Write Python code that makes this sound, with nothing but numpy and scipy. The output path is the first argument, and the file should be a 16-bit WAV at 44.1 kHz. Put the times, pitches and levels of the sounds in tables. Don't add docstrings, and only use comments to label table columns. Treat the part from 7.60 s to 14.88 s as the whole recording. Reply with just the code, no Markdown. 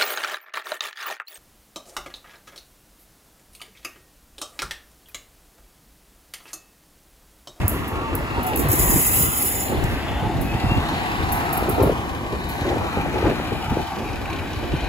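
import sys
import numpy as np
from scipy import signal
from scipy.fft import rfft, irfft, next_fast_len
from scipy.io import wavfile
from scipy.ndimage import uniform_filter1d, minimum_filter1d, map_coordinates

SR = 44100
rng = np.random.default_rng(int(sys.argv[2]) if len(sys.argv) > 2 else 0)


def log_audio(samples):
    frames = np.atleast_2d(samples).T
    limited = np.clip(frames, -1, 1)
    pcm = np.round(limited * 32767).astype(np.int16)
    wavfile.write(sys.argv[1], SR, pcm)


def convert_level_to_amplitude(level_db):
    exponent = np.asarray(level_db, float) / 20
    return 10 ** exponent


N = 321048
TIME = np.arange(N) / SR
SIZE = next_fast_len(N + SR // 8)
HZ = np.fft.rfftfreq(SIZE, 1 / SR) + 1e-3

# [f/Hz, width/Hz, level/dB]
LAST_BLOCK = [(2420, 210, 6.5), (3010, 100, 4.5), (3900, 190, -4), (5500, 150, 0), (6000, 70, 7)]
HANDOVER_S = 3.73


def train():
    # [t/s, wheels/dB, engines/dB, rim ring/dB]
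    passing = [(0, -33, -43.5, 0.5), (.35, -37, -48, 6.5), (.72, -35.5, -44, 5), (.77, -32, -43.5, 2),
               (1.3, -28.5, -40.5, 0.5), (1.8, -34.5, -42, 2), (2.3, -35, -42.5, -1.5),
               (2.6, -30, -42.5, -2.5), (2.85, -31, -43, -5), (3.1, -30.5, -39.5, -0.5),
               (3.93, -30, -39, 2.5), (4.2, -27.5, -40, 0.5), (4.6, -32.5, -43.5, 2),
               (5.09, -29.5, -40, -1), (5.6, -31.5, -41, 1), (6.02, -32.5, -40, -2),
               (6.6, -35.5, -43, -0.5), (7.28, -33.5, -42, -6)]
    # [t/s, lasts/s, level/dB]
    engine_dips = [
        (0.042, .1, -2),
        (0.633, .115, -6),
    ]
    roll_db, engine_db, rim_db = curves(passing)
    whole_db, bright_db = (db * np.exp(-((TIME - s) / lasts) ** 6) for s, lasts, db in engine_dips)
    pulses = firings()
    burning = np.convolve(pulses, np.exp(-np.arange(1200) / (.008 * SR)))[:N]
    wheels = convert_level_to_amplitude(roll_db + 2.5) * rolling(rim_db)
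    gear_db = -40 + engine_db - engine_db.mean()
    engines = convert_level_to_amplitude(engine_db) * knock(burning, whole_db, bright_db) + convert_level_to_amplitude(gear_db) * gears()
    direct = wheels[0] + engines[0] + convert_level_to_amplitude(-40) * exhaust(pulses)
    direct += convert_level_to_amplitude(engine_db - 6.5 + .6 * bright_db) * engine_hiss(burning)
    return aimed(direct, convert_level_to_amplitude(-5) * wheels[1:] + convert_level_to_amplitude(.5) * engines[1:])


def rolling(rim_db):
    # [f/Hz, level/dB per Hz]
    roll_colour = [(18, -35), (30, 4.5), (85, 1.5), (176, 4), (357, 0), (426, -18.5), (617, -13.5),
                   (864, -0.5), (1120, -11), (1400, -7), (1820, -63), (3080, -120)]
    # [f/Hz, width/Hz, level/dB]
    rail_modes = [(732, 300, 5.5), (843, 105, -1), (1116, 104, 4.5)]
    # [t/s, level/dB]
    rail_ring = [(0, -2), (.5, 1.5), (1, -1.5), (1.5, -4), (2.1, 1), (2.7, -1), (3.25, 2), (4, 1.7),
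                 (4.7, -2.5), (5.3, 0.5), (5.9, -1), (6.4, 5), (6.9, -1.5), (7.28, -4)]
    # [t/s, lasts/s, level/dB]
    shades = [
        (1.8, 0.34, 3),
        (2.4, .25, -2),
        (4.78, 0.31, -11),
        (7.0, .3, -5),
    ]
    rail_db = curves(rail_ring)[0]
    shade_db = sum(db * np.exp(-((TIME - s) / lasts) ** 2) for s, lasts, db in shades)

    def lift_db(lo):
        return rim_db * (lo > 900) + rail_db * (600 < lo < 900) + shade_db * (lo > 1100)

    gain = colour(roll_colour) * np.abs(1 + body(rail_modes))
    edges_hz = [0, 350, 500, 680, 950, 1190, 1750]
    return unit(restless(rng.standard_normal((3, N)), gain, edges_hz, 1.57, lift_db))


def firings():
    cylinder_db = [7.5, -20, 8, 1.5, -7, -0.5]
    firing_hz = 34.84
    count = int(N / SR * 34)
    late, strong = rng.standard_normal((2, count))
    at = ((np.arange(count) + 0.034 * late + .5) * SR / firing_hz).astype(int) % N
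    pulses = np.zeros(N)
    pulses[at] = convert_level_to_amplitude(np.resize(cylinder_db, count) + 2.4 * strong)
    return pulses


def knock(burning, whole_db, bright_db):
    # [f/Hz, level/dB per Hz]
    knock_colour = [(1900, -13.5), (2250, -2), (3000, -2.5), (4300, -4.5), (5500, -14.5), (6400, -12.5),
                    (7000, -72)]
    # [f/Hz, width/Hz, level/dB]
    first_modes = [(2690, 350, 6), (3590, 89, -3), (2140, 60, -7)]
    handover_lasts_s = 1.4
    last = np.clip((TIME - HANDOVER_S) / handover_lasts_s + .5, 0, 1)
    burn = (burning + 2.45) * rng.standard_normal((3, N))
    first_block, last_block = shapes(burn, block_gain(first_modes), block_gain(LAST_BLOCK))
    blocks = (1 - last) * first_block + last * last_block

    def lift_db(lo):
        return whole_db + bright_db * (lo > 2800)

    edges_hz = 1800 * 2 ** np.arange(0, 2.1, 1 / 3)
    return unit(restless(blocks, colour(knock_colour), edges_hz, 1.55, lift_db))


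def block_gain(modes):
    return 1 + sum(convert_level_to_amplitude(db) * np.abs(band(hz, width)) ** 2 for hz, width, db in modes)


def exhaust(pulses):
    # [f/Hz, width/Hz, level/dB]
    exhaust_modes = [(72.2, 8.3, 8.5), (106, 53, 0.5), (148, 69, -7)]
    return unit(shape(pulses, body(exhaust_modes) * band(107.4, 180)))


def gears():
    # [f/Hz, width/Hz, level/dB]
    gear_modes = [(1502, 80, 1), (1905, 500, -1)]
    sink_db = 3.5 * (2 * TIME / TIME[-1] - 1)
    lower, upper = shapes(rng.standard_normal((3, N)), body(gear_modes[:1]), body(gear_modes[1:]))
    return unit(convert_level_to_amplitude(1.23 * walk(7)) * (convert_level_to_amplitude(sink_db) * lower - convert_level_to_amplitude(-sink_db) * upper))


def engine_hiss(burning):
    # [f/Hz, level/dB per Hz]
    hiss_colour = [(5200, -26), (6300, 4.5), (8000, 3.5), (10000, 6.5), (12500, 3), (15500, -0.5),
                   (16500, -36)]
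    return unit(shape((0.16 * burning + .5) * rng.standard_normal(N), colour(hiss_colour)))


def chirps():
    # [t/s, peak level/dB, strongest ring f/Hz]
    hard_knocks = [(4.6462, -39, 2430), (4.7186, -35, 2430), (4.9116, -34, 4100), (5.0887, -24, 3120),
                   (5.408, -36, 2420), (5.5402, -26, 2450), (5.8505, -31, 2330), (6.0216, -26, 2970),
                   (6.054, -29, 2470), (6.1019, -33, 2450), (6.1388, -30, 2460), (6.2256, -29, 3030),
                   (6.274, -37, 2460), (6.3159, -35, 2480), (6.3578, -29.5, 2530), (6.3883, -30, 3000),
                   (6.4865, -29, 2320), (6.527, -29, 2450), (6.6547, -29.5, 2490), (6.6966, -29, 2430),
                   (6.727, -31, 2470), (6.7589, -27.5, 3100), (6.7904, -29, 2420), (6.8687, -30, 2430),
                   (6.9295, -26, 3070), (7.0348, -29, 2970), (7.1181, -31.5, 2510), (7.161, -27.5, 2850),
                   (7.2039, -25.5, 3010), (7.2378, -29, 2420)]
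    rise_s, width_hz, fan_hz = .004, 360, 5900
    out = convert_level_to_amplitude(-66) * np.clip((TIME - HANDOVER_S) / 2, 0, 1) * np.sin(2 * np.pi * fan_hz * TIME)
    noise = rng.standard_normal(N)
    block = convert_level_to_amplitude(-8) * unit(shape(noise, body(LAST_BLOCK)))
    t = np.arange(int(.05 * SR)) / SR
    for s, db, hz in hard_knocks:
        at = slice(int(s * SR), int(s * SR) + len(t))
        edges = [hz - width_hz / 2, hz + width_hz / 2]
        ring = unit(signal.sosfilt(signal.butter(1, edges, "band", fs=SR, output="sos"), noise[at]))
        push = (t / rise_s * np.exp(1 - t / rise_s))[:len(ring)]
        out[at] += convert_level_to_amplitude(db - 9) * push * (ring + block[at])
    return out


def singing():
    # [t/s, lasts/s, level/dB, f/Hz]
    sung = [(.03, .06, -47, 2130), (.34, 0.046, -33.5, 890), (.38, .05, -35, 1130), (.47, .06, -30.5, 1185),
            (.5, 0.13, -36, 890), (.66, .05, -40, 1200), (0.803, .05, -30, 950), (.85, .06, -32, 730),
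            (.89, 0.042, -30.5, 860), (.88, .05, -37, 1313), (1.224, .08, -34, 1965),
            (1.321, .08, -36, 904), (1.82, 0.085, -36, 840), (1.93, 0.097, -48, 2950),
            (2.534, .07, -41, 1873), (2.62, 0.05, -38, 1507), (2.68, 0.06, -33, 860),
            (2.72, 0.063, -30.5, 715), (2.91, .08, -45, 2520), (3.01, 0.089, -40, 2000),
            (3.159, 0.055, -29, 2690), (3.319, 0.05, -41, 880), (3.423, .08, -36, 700),
            (3.776, .08, -37, 1290), (3.852, 0.1, -33, 690), (4.75, 0.092, -42, 1787),
            (5.282, .08, -35, 1100), (5.54, 0.085, -32, 845), (6.3, .08, -38, 1120),
            (6.376, 0.092, -39, 640), (6.725, 0.087, -40, 1076), (7.082, 0.07, -39.5, 710)]
    out, waver, flicker = np.zeros(N), walk(14), walk(40)
    for s, lasts, db, hz in sung:
        near = slice(max(int((s - .3) * SR), 0), int((s + .3) * SR))
        own = int(hz) * 50
        turns = np.cumsum(hz * (1 + .012 * np.roll(waver, own)[near])) / SR
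        swell = np.exp(-((TIME[near] - s) / lasts) ** 2)
        level = convert_level_to_amplitude(db + 2.5 * np.roll(flicker, own)[near])
        out[near] += level * swell * np.sin(2 * np.pi * turns)
    return out


def valve():
    air = blow_off() + spits()
    return aimed(air[0], convert_level_to_amplitude(1) * air[1:])


def blow_off():
    # [t/s, jet level/dB, whistle level/dB]
    blow = [
        (1.17, -30, -36),
        (1.2, -24, -28),
        (1.28, -28.5, -30),
        (1.33, -25, -29.5),
        (1.63, -22.5, -29.5),
        (1.7, -30.5, -31),
        (1.89, -26, -32.5),
        (2.04, -35.5, -32),
        (2.2, -55, -50.5),
        (2.42, -47, -54),
    ]
    # [f/Hz, level/dB]
    jet_colour = [(1500, -15), (4000, -12), (6000, -10), (7500, -3.5), (10000, 7.5), (12500, 5.5),
                  (15500, 5), (16500, -31)]
    # [multiple of pipe pitch, width/Hz, level/dB]
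    pipe_tones = [(2, 17, 0), (3.9, 120, -18), (4.95, 130, -12), (6.15, 170, -22), (6.72, 65, -6.5),
                  (7, 110, 2.5), (8, 68, -1.5), (9, 40, 0), (10, 170, -9), (11, 43, -1), (11.6, 90, -9),
                  (12, 50, -2), (13, 21, 5), (15, 12, 10)]
    # t/s, lasts/s, level/dB
    widest = (1.39, 0.26, -36)
    surge_s, surge_lasts_s, surge_db = widest
    pipe_hz, whistle_dies_s = 1015.1, 2.27
    noise = rng.standard_normal((3, N))
    pipe = colour(jet_colour) / (1 - .13 * np.exp(-2j * np.pi * HZ / pipe_hz))
    jet, surge = map(unit, shapes(noise, pipe, band(6920, 2500) * band(7000, 3000)))
    jet_db, whistle_db = curves(blow)
    on = np.interp(TIME, [1.17, 1.195, 2.3, 2.45], [0., 1., 1., 0.])
    spurts, waver = walk(69.73), walk(24.86)
    families = [[(k * pipe_hz, width, db) for k, width, db in pipe_tones[first::4]] for first in range(4)]
    tones = shapes(noise, *map(body, families))
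    slow = uniform_filter1d(waver, size=2500)
    whistle = unit(sum(convert_level_to_amplitude(np.roll(slow, 9000 * k)) * tone for k, tone in enumerate(tones)))
    whistle = whistle / (1 + (TIME / whistle_dies_s) ** 40)
    air = convert_level_to_amplitude(jet_db + waver) * jet + convert_level_to_amplitude(whistle_db - 0.5 - 0.81 * waver) * whistle
    air = on * convert_level_to_amplitude(1.1 + spurts) * air
    wide_open = np.exp(-((TIME - surge_s) / surge_lasts_s) ** 2)
    return air + on * convert_level_to_amplitude(surge_db + spurts) * wide_open * surge


def spits():
    # [t/s, peak level/dB, crack level/dB, opening/ms]
    lone_spits = [(.08, -14, 13.5, 2.6), (.0934, -27, 16, 2.7), (.2777, -28, 0, 4), (0.552, -23, 15, 2.6),
                  (.829, -22, 3, 5), (0.9584, -18.5, 8, 6), (2.81, -20.5, -4, 6.9),
                  (3.719, -12.5, -2.5, 12.4), (3.926, -14, 0, 9.1), (3.972, -29, 11, 9.6),
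                  (4.091, -16.5, 0, 10.5), (4.226, -19.5, 3, 2.8), (4.8882, -21.5, -10, 7.4)]
    # [t/s, peak level/dB]
    stutters = [(0.865, -19), (.972, -17), (.9914, -14.5), (1.0848, -15.5), (1.099, -17), (1.1143, -8.5),
                (1.129, -15.5), (1.153, -16.5), (1.1694, -27.5), (1.1906, -24)]
    # peak level/dB, t60/s, dull hiss level/dB, crack level/dB, opening/ms
    closing = (-30, 0.07, -2.5, 13, 3)
    bands = [band(12130, 3140) * band(12900, 4300), band(9750, 2300) * band(11740, 3100),
             band(8400, 3700) * band(7500, 5000)]
    shrill, wide, dull = map(unit, shapes(rng.standard_normal((3, N)), *bands))
    chatter = convert_level_to_amplitude(2.2 * walk(500))
    t = np.arange(int(.4 * SR)) / SR
    # t/s, peak/dB, t60/s, dull hiss/dB, crack/dB, opening/ms
    events = [(s, db, .39, -23, crack_db, open_ms) for s, db, crack_db, open_ms in lone_spits]
    events += [(s, db, .3, -16, 1, 3.9) for s, db in stutters]
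    events += [(2.2385, *closing)]
    air = np.zeros((3, N))
    for s, db, t60, dull_db, crack_db, open_ms in events:
        at = slice(int(s * SR), int(s * SR) + len(t))
        opening = t / (open_ms / 1000)
        crack = chatter[at] * np.exp(-(2 * opening - 1) ** 4)
        escape = (0.68 * convert_level_to_amplitude(-60 * t / 0.065) + 0.47 * convert_level_to_amplitude(-60 * t / t60)) * np.minimum(opening, 1)
        lower = 0.59 * wide[:, at] + convert_level_to_amplitude(dull_db + 7) * dull[:, at]
        hiss = 0.62 * shrill[:, at] + np.minimum(0.7 * opening, 1) * lower
        air[:, at] += convert_level_to_amplitude(db - 12) * (convert_level_to_amplitude(crack_db) * crack + escape) * hiss
    return air


def wind():
    low, quick = gusts()
    lumps = convert_level_to_amplitude(2.5 * np.array([walk(45), walk(45), walk(45)])) * rng.standard_normal((3, N))
    deep, light, brisk = shapes(lumps, band(73, 113) * band(42, 90), band(252, 158) * band(374, 730),
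                                band(322, 230) * band(380, 500))
    facing = np.exp(-((TIME - 4.85) / .98) ** 4)
    light = (1 - facing) * unit(light) + facing * unit(brisk)
    buffet, flutter = np.sqrt(low) * unit(deep), np.sqrt(quick) * unit(light)
    out = buffet[0] + convert_level_to_amplitude(-2) * buffet[1:] + flutter[0] + convert_level_to_amplitude(-3.5) * flutter[1:]
    return out + eddies()


def gusts():
    # [t/s, level/dB]
    breeze_levels = [(0, -32.5), (.55, -30.5), (.87, -31), (1.0, -27), (1.4, -32), (1.9, -32.5), (2.4, -32),
                     (2.8, -33), (3.4, -34), (4.4, -32.5), (4.7, -34), (5.35, -34), (5.87, -35.5),
                     (6.05, -34.5), (6.28, -47), (6.55, -32), (6.9, -33.5), (7.28, -31)]
    # [t/s, hold/s, buffet level/dB, flutter above buffet/dB]
    gust_table = [(0.0, 0.037, -19, -8), (0.99, .015, -32.5, 4.5), (1.04, 0.06, -24, -15),
                  (1.18, 0.051, -19.5, -13), (1.252, 0.15, -23.5, -8.5), (1.458, 0.22, -27.5, -9.5),
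                  (2.096, 0.052, -31.5, 4), (2.161, 0.18, -25.5, -4.5), (2.514, 0.02, -27, -8),
                  (2.63, 0.037, -22.5, -6), (2.72, 0.088, -25, -12), (3.04, 0.15, -21.5, -13),
                  (3.595, 0.16, -28, -10), (4.007, 0.1, -29.5, 2), (4.18, 0.1, -25.5, 7),
                  (4.275, 0.057, -33.5, 6.5), (5.054, 0.11, -37.5, 11), (5.213, .04, -31, 2),
                  (5.37, .015, -27.5, -0.5), (5.462, 0.016, -26, -3), (5.543, 0.034, -28, 3),
                  (5.643, 0.087, -24.5, 2.5), (5.92, 0.033, -34, 2.5), (6.115, 0.017, -19.5, -10),
                  (6.16, 0.043, -29, 4.5), (6.373, 0.013, -34, 9), (6.536, 0.022, -36, -7),
                  (6.72, 0.074, -35.5, 0.5), (6.982, 0.07, -33, 0), (7.118, .05, -26.5, -12)]
    rise_s, fall_s = .0088, .021
    low = convert_level_to_amplitude(curves(breeze_levels)[0]) ** 2
    quick = low * convert_level_to_amplitude(-1) ** 2
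    for s, hold, db, flutter_db in gust_table:
        near = slice(max(int((s - .05) * SR), 0), int((s + hold + .3) * SR))
        t = TIME[near] - s
        swell = np.clip(t / rise_s + 1, 0, 1) * np.exp(-np.clip(t - hold, 0, 1) / fall_s)
        gust = (convert_level_to_amplitude(db) * swell) ** 2
        low[near] += gust
        quick[near] += gust * convert_level_to_amplitude(flutter_db) ** 2
    return low, quick


def eddies():
    # [t/s, peak level/dB, f/Hz,
    # length/cycles]
    eddy_table = [(0.052, -5, 92, 1.7), (1.101, -9, 104, 2.3), (1.363, -7, 155.5, 1.6),
                  (1.6105, -6.5, 132, 0.56), (1.689, -9.5, 106, 0.49), (2.249, -4.5, 111, 0.79),
                  (2.285, -9, 95, 0.65), (2.565, -12.5, 66, 1.9), (2.628, -10, 141, 1.1),
                  (2.6688, -7.5, 113, 0.73), (2.953, -4.5, 94.5, 0.55), (3.067, -7, 114.4, 1.3),
                  (3.1204, -1, 91, 0.2), (3.1843, -9, 137, 0.75), (3.727, -18.5, 97, 0.82),
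                  (4.095, -10, 146, 1.1), (4.221, -10, 93, 1.5), (4.266, -10.5, 153, 2.3),
                  (5.0198, -9, 128, 0.52), (5.9292, -8, 109, 0.5), (6.0867, -13, 100, 0.79),
                  (6.5856, -18, 67.3, 2.4), (6.976, -13, 83, 1.3), (7.147, -13.5, 145, 2.1),
                  (1.2013, -13.5, 290, 1.4), (1.367, -10.5, 293, 3.6), (2.1, -10.5, 314, 1),
             (2.1565, -13, 297, 4.1), (2.2598, -17, 320, 1.18), (2.666, -13, 477, 0.52),
             (3.0455, -14, 248, 3.6), (3.178, -11, 290, 2.5), (4.0268, -3, 465, 0.69),
             (4.085, -10, 431, 0.97), (4.1841, -6, 384, 0.77), (4.2006, -4, 421, 1.4),
             (4.217, -1, 432, 1.4), (4.2361, -5, 500, 1.7), (4.2515, -21.5, 402, 2.1),
             (4.2729, -5, 452, 0.46), (4.2976, -5, 547, 1.96), (4.3271, -10.5, 407, 2.3),
             (5.132, -7, 309, 0.6), (5.172, -6, 364, 0.62), (5.3732, -5.5, 324, 0.48),
             (5.4616, -12, 620, 1.8), (5.6304, -6.5, 477, .87), (5.701, -5, 496, 0.82),
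             (5.7221, -10, 494, 1.1), (5.8005, -5.5, 460, 0.57), (5.9228, -11, 415, 2.6),
             (6.1258, -9.5, 246, 2.57), (6.172, -2, 424, 0.8), (7.14, -8.5, 296, 1.9),
                  (0.3227, -16, 855, 2.5), (.46, -25, 50, 1.5), (.53, -18, 300, 2.7), (0.821, -15, 200, 1.2),
              (1.0, -14, 280, 2.8), (1.06, -15.5, 130, 1.9), (1.14, -13, 320, 3), (1.29, -11, 48, 1.5),
              (1.3, -10, 216, 2.1), (1.42, -22, 48, 1.5), (2.701, -14, 340, 3.3), (2.762, -13, 120, 0.89),
              (2.79, -17, 236, 2.5), (2.87, -18.5, 50, 1.5), (3.113, -12, 280, 2),
              (3.2925, -13.5, 846, 2.5), (3.98, -18, 343, 3), (4.141, -14, 86, 1.8), (4.32, -16, 150, 2),
              (5.39, -19, 64, 1.5), (5.63, -14, 366, 3), (5.8, -16, 300, 3), (7.13, -14, 48, 1.6),
              (7.24, -16, 47.4, 1.55)]
    out = np.zeros((2, N))
    for s, db, hz, cycles in eddy_table:
        near = slice(max(int((s - .08) * SR), 0), int((s + .08) * SR))
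        u = (TIME[near] - s) * hz
        pan_db = 4 * max(np.log2(hz / 290), 0)
        wave = np.cos(2 * np.pi * (u - 0.058 * u ** 2 + rng.random()))
        eddy = wave * np.exp(-4 * np.log(2) * (u / cycles) ** 2)
        out[:, near] += convert_level_to_amplitude(db - 5.5 + np.array([[pan_db], [-pan_db]]) / 2) * eddy
    return out


def aimed(direct, diffuse):
    # [t/s, left lags right/ms, left minus right/dB]
    phone_turn = [(0, 0.11, -1.5), (.7, 0.21, 0.5), (1.3, 0.34, -0.5), (2, 0.35, 1), (2.4, 0.071, 1.5),
                  (3, -0.093, 1.5), (3.5, -0.24, 1.5), (4.7, -0.21, 1.5), (5.5, -0.15, 2.5),
                  (6.4, -0.038, 1.5), (7.28, -0.032, 2.5)]
    lag_ms, pan_db = curves(phone_turn)
    left = map_coordinates(direct, [np.arange(N) - lag_ms * SR / 1000], order=3, mode="nearest")
    return (np.array([left, direct]) + diffuse) * convert_level_to_amplitude(np.array([pan_db, -pan_db]) / 2)


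def one_port_treble(dry):
    high = 1 / (1 + (6300 / HZ) ** 24)
    turn = np.exp(-2j * np.pi * (HZ - 7080) * .231 / 1000)
    mid = shape(dry[1], high * (turn + 1) / 2)
    side = shape(.8 * dry[1] + .45 * dry[0], high * (turn - 1) / 2)
    return shape(dry, 1 - high) + np.array([mid + side, mid - side])


def starve(x, margin_db, calm_db):
    # [low f/Hz, high f/Hz]
    deaf_bands = [(8380, 9560), (13250, 14050)]
    hz, _, cells = signal.stft(x, SR, nperseg=1536)
    middle = cells.mean(axis=0)
    power = np.abs(middle) ** 2
    treble = power[hz > 7000].mean(axis=0)
    loud = treble > 40 * np.median(treble)
    power = uniform_filter1d(power, size=2, axis=1)
    margin = convert_level_to_amplitude(2 * np.where(loud, margin_db, calm_db))
    weak = uniform_filter1d(power, size=4, axis=0) < uniform_filter1d(power, size=18, axis=0) * margin
    weak &= ((hz > 2700) & (hz < 6600))[:, None]
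    steady = uniform_filter1d(1. * loud, size=9) > .95
    steady |= treble < 5 * uniform_filter1d(minimum_filter1d(treble, size=15), size=15)
    deaf = steady & sum((hz > lo) & (hz < hi) for lo, hi in deaf_bands)[:, None].astype(bool)
    return signal.istft(cells - middle * (weak | deaf), SR, nperseg=1536)[1][:, :N]


def shape(x, gain):
    return irfft(rfft(x, SIZE) * gain, SIZE)[..., :N]


def shapes(x, *gains):
    spectrum = rfft(x, SIZE)
    return [irfft(spectrum * gain, SIZE)[..., :N] for gain in gains]


def band(hz, width):
    return 1 / (1 + 1j * (HZ / hz - hz / HZ) * hz / width)


def body(modes):
    return sum((-1) ** k * convert_level_to_amplitude(db) * band(hz, width) for k, (hz, width, db) in enumerate(modes))


def colour(points):
    hz, db = np.transpose(points)
    return convert_level_to_amplitude(np.interp(np.log(HZ), np.log(hz), db))


def unit(x):
    return x / np.sqrt(np.mean(x ** 2))


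def curves(table):
    s, *columns = np.transpose(table)
    return [np.interp(TIME, s, c) for c in columns]


def walk(rate):
    k = int(SR / rate)
    held = np.repeat(rng.standard_normal(N // k + 1), k)
    return 1.739 * uniform_filter1d(uniform_filter1d(held, k), k)[:N]


def restless(source, gain, edges_hz, flicker_db, lift_db):
    spectrum = rfft(source, SIZE) * gain
    out = 0
    for lo, hi in zip(edges_hz, edges_hz[1:]):
        level_db = .3 * walk(1.18) + flicker_db * walk(9) + lift_db(lo)
        out = out + convert_level_to_amplitude(level_db) * irfft(spectrum * (HZ >= lo) * (HZ < hi), SIZE)[:, :N]
    return out


def scene():
    return train() + aimed(singing() + chirps(), 0) + valve() + wind()


def roll_off(x):
    return signal.sosfilt(signal.butter(12, 16990, fs=SR, output="sos"), x)


def record(dry):
    both = one_port_treble(dry)
    limits = 1 / (1 + (HZ / 15790) ** 300) / (1 + (35 / HZ) ** 4)
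    limited = shape(np.tanh(1.1 * both) / 1.1, limits)
    return roll_off(starve(limited, margin_db=-.6, calm_db=-3.5))


dry = scene()
out = record(dry)
log_audio(out)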